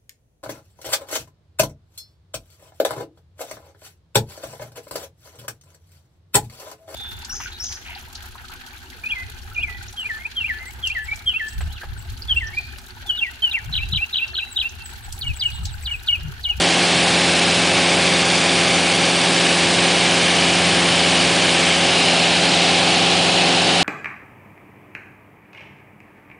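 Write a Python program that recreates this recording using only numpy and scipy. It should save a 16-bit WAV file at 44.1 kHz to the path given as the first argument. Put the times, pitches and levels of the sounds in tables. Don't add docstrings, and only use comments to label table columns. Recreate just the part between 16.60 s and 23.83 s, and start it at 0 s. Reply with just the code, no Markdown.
import sys
import numpy as np
from scipy import signal
from scipy.fft import rfft, irfft
from scipy.io import wavfile
from scipy.ndimage import uniform_filter1d

SR = 44100
rng = np.random.default_rng(int(sys.argv[2]) if len(sys.argv) > 2 else 0)


def dump(signal):
    limited = np.clip(np.atleast_2d(signal).T, -1, 1)
    pcm = np.round(limited * 32767).astype(np.int16)
    wavfile.write(sys.argv[1], SR, pcm)


def voltage_ratio(level):
    return 10 ** (np.asarray(level, float) / 20)


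N = 318825

# time_s [s], cycle_rate_hz [cycles per s]
ENGINE_SPEED = [
    (0.0, 21.54),
    (1.7, 21.584),
    (2.5, 21.566),
    (4.0, 21.5),
    (5.7, 21.512),
    (6.5, 21.487),
    (7.23, 21.487),
]
# time_s [s], swing [0-1], comb_spacing_hz [Hz, from an echo off a near surface],
# comb_depth_db [dB], panel_ring_db [dB]
MIC_AIM = [
    (0, .2, 1410, 0, 3),
    (.5, 0.1, 1390, .3, -0.5),
    (1.3, 0.01, 1190, 1.3, 1),
    (2.5, 0, 1150, 2.1, 2),
    (3.1, 0.1, 1230, 0, 1),
    (3.8, 0, 1265, 0, 3),
    (5.05, 0, 1100, 0.7, 4),
    (5.4, 0.47, 1330, 1.6, 4),
    (5.9, 0.73, 1400, 0.9, 1),
    (7.23, 0.9, 1350, 1.5, 0.5),
]
THUMP = (.25, 33, 37)
CABIN_HZ, CABIN_WIDTH_HZ = 810, 130


def evened(x):
    return x / np.sqrt(np.mean(x ** 2) + 1e-20)


def read(points, hz):
    point_hz, value = np.transpose(points)
    return np.interp(np.log(hz + 1), np.log(point_hz + 1), value)


def follow(rows, t):
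    time_s, *columns = np.transpose(rows)
    return [np.interp(t, time_s, column) for column in columns]


def mic_swing(t):
    return follow(MIC_AIM, t)[0]


def wander(t, top_hz, count=20):
    rates_hz = np.geomspace(.2, top_hz, count)
    return evened(sum(np.sin(2 * np.pi * (f * t + rng.random())) / np.sqrt(f) for f in rates_hz))


def bell(hz, centre_hz, width_hz):
    return np.exp(-.5 * ((hz - centre_hz) / width_hz) ** 2)


def noise(shape_db, size, patchy_db):
    hop = size // 4
    frames = N // hop + 5
    hz = np.fft.rfftfreq(size, 1 / SR)[:, None]
    real, imaginary, patches = rng.standard_normal((frames, len(hz), 3)).T
    patches = uniform_filter1d(patches, size=5, axis=0)
    patches = evened(uniform_filter1d(patches, size=110, axis=1))
    level_db = shape_db(hz, np.arange(frames) * hop / SR) + patchy_db * patches
    spectra = (real + 1j * imaginary) * voltage_ratio(level_db)
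    return evened(signal.istft(spectra, nperseg=size, noverlap=size - hop)[1][:N])


def cycles():
    return np.cumsum(follow(ENGINE_SPEED, np.arange(N) / SR)[0]) / SR


def cabin_lift_db(t):
    return -0.56 + 2 * mic_swing(t)


def order_phase(multiple):
    turn, first, last = THUMP
    if first <= multiple <= last:
        return -multiple * turn
    return .306 * multiple ** 2


def engine():
    # order [multiple of the cycle rate], level_db [dB rms]
    strong_orders = [(4, -40.9), (6, -44.6), (8, -28.2), (9, -37.0), (10, -45.6), (12, -33.6), (13, -39.5),
                     (14, -41.1), (15, -40.7), (16, -33.7), (17, -43.6), (18, -35.5), (20, -37.5),
                     (24, -34.8), (25, -40.9), (26, -34.2), (27, -42.5), (28, -40.4), (29, -46.0),
                     (30, -43.8), (31, -42.6), (32, -37.2), (33, -37.3), (34, -40.8), (35, -39.2),
                     (36, -38.7), (37, -33.6), (39, -45.0), (40, -42.2), (48, -45.1)]
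    cancelled_orders = {7: -52, 21: -58}
    levels = dict(strong_orders) | cancelled_orders
    minor_db, top_order = -48, 55

    turns, t = cycles(), np.arange(N) / SR
    slow = np.arange(0, N / SR + .02, .01)
    swing, lift_db = mic_swing(slow), cabin_lift_db(slow)
    thump_db = -1.5 + 5.5 * swing
    blade_db = -0.5 * swing + 2 * wander(slow, 1.5)
    _, first, last = THUMP
    out = np.zeros(N)
    for multiple in range(4, top_order):
        hz = multiple * ENGINE_SPEED[0][1]
        weak_db = minor_db - 5 * rng.random() * (multiple > 40)
        level_db = levels.get(multiple, weak_db) + .5 * wander(slow, 4)
        level_db += 1.2 * lift_db * bell(hz, CABIN_HZ, CABIN_WIDTH_HZ)
        level_db += blade_db * (multiple == 4)
        level_db += thump_db * (first <= multiple < last)
        tone = np.cos(2 * np.pi * (multiple * turns + order_phase(multiple)))
        out += np.interp(t, slow, voltage_ratio(level_db)) * tone
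    return np.sqrt(2) * out


def roar():
    # pitch_hz [Hz], level_db [dB per Hz]
    roar_colour = [(25, -26), (50, -26), (70, -15), (95, -8.5), (110, -2.5), (200, -2), (330, 0.5),
                   (480, -1), (600, 0), (780, 1.5), (900, -1), (1200, -6.5), (1600, -10.5), (2200, -21)]

    def shape_db(hz, t):
        level_db = -0.2 * mic_swing(t) - 0.13 * wander(t, 1.45)
        cabin_db = cabin_lift_db(t) * bell(hz, CABIN_HZ, CABIN_WIDTH_HZ)
        return read(roar_colour, hz) + level_db + cabin_db

    return voltage_ratio(-24) * noise(shape_db, size=4096, patchy_db=-0.07)


def slipstream():
    # pitch_hz [Hz], level_db [dB per Hz]
    hiss_ahead = [(600, -36), (1000, -5), (1330, -11), (1680, -4.5), (1950, -7.5), (2200, -2.5),
                  (3000, -4.5), (3500, -5), (4700, -8), (5100, -9), (5400, -11), (6500, -14.5), (8700, -15),
                  (10300, -15.5)]
    # pitch_hz [Hz], level_db [dB per Hz]
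    hiss_turned = [(600, -35), (1000, -8.5), (1400, -8.5), (1950, -5), (2250, -1.5), (2800, 0.5),
                   (3500, -0.5), (4100, -2), (4900, -4), (5300, -9.5), (6100, -12.5), (7400, -14),
                   (8500, -17), (10300, -15.5)]

    def shape_db(hz, t):
        swing, spacing_hz, comb_db, panel_db = follow(MIC_AIM, t)
        panel_hz = 2920 + .75 * (spacing_hz - 1150)
        colour_db = (1 - swing) * read(hiss_ahead, hz) + swing * read(hiss_turned, hz)
        colour_db = colour_db + panel_db * bell(hz, panel_hz, 150)
        colour_db += comb_db * np.cos(2 * np.pi * hz / spacing_hz) * bell(hz, 3700, 1700)
        return colour_db - 18 * np.log2(np.maximum(1300 / (hz + 1), 1))

    t = np.arange(N) / SR
    blades = 1 + .05 * np.cos(2 * np.pi * (4 * cycles() + .3))
    flutter = evened(uniform_filter1d(rng.standard_normal(N), size=350))
    gusts_db = .15 * wander(t, 7.3) + .5 * flutter
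    level_db = -16 - 2.5 * mic_swing(t) + gusts_db
    return voltage_ratio(level_db) * blades * noise(shape_db, size=1024, patchy_db=0.37)


def scene():
    mono = engine() + roar() + slipstream()
    return np.array([mono, mono])


def round_peaks(x):
    return x / (1 + (x / .85) ** 4) ** .25


def thin_treble(x):
    hz, t, spectra = signal.stft(x, SR, nperseg=256, noverlap=192)
    chance = rng.random((len(t) // 6 + 1, 44)).T
    patches = np.repeat(np.repeat(chance, 3, axis=0), 6, axis=1)
    patches = patches[1:len(hz) + 1, :len(t)]
    lost_share = .065 * np.clip((hz - 4500) / 1500, 0, 1) + .1 * (hz > 9600)
    kept = spectra * (patches > lost_share[:, None])
    thinned = signal.istft(kept, SR, nperseg=256, noverlap=192)[1][:N]
    low_pass = signal.firwin(601, 10024, window=("kaiser", 9), fs=SR)
    return signal.oaconvolve(thinned, low_pass, "same")


def tick():
    out = np.zeros(N)
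    start = round(.058 * SR) - 64
    out[start:start + 129] = -voltage_ratio(-26) * signal.firwin(129, 15800, fs=SR)
    return out


def side_bursts():
    # centre_s [s], low_hz [Hz], high_hz [Hz], level_db [dB rms]
    bursts = [
        (.252, 4190, 5150, -34),
        (.856, 4220, 5170, -35),
        (1.761, 4650, 6280, -34),
        (2.156, 5700, 6920, -36),
        (2.156, 7570, 8960, -39),
        (2.76, 5150, 6240, -36),
        (3.271, 6270, 8280, -37),
        (5.941, 7570, 8980, -41),
        (6.336, 6270, 7600, -38),
    ]
    side, hz = np.zeros(N), np.fft.rfftfreq(2048, 1 / SR)
    fade = signal.windows.kaiser_bessel_derived(2048, 4 * np.pi)
    for centre_s, low_hz, high_hz, level_db in bursts:
        spectrum = rfft(rng.standard_normal(2048))
        band = irfft(spectrum * (hz > low_hz) * (hz < high_hz))
        start = round(centre_s * SR) - 1024
        side[start:start + 2048] += voltage_ratio(level_db) * evened(band * fade)
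    return side


def top_cut(x):
    return signal.sosfilt(signal.butter(12, 16000, fs=SR, output="sos"), x)


def record(dry):
    mono = thin_treble(round_peaks(dry[0])) + tick()
    side = side_bursts()
    return top_cut(np.array([mono + side, mono - side]))


dry = scene()
out = record(dry)
dump(out)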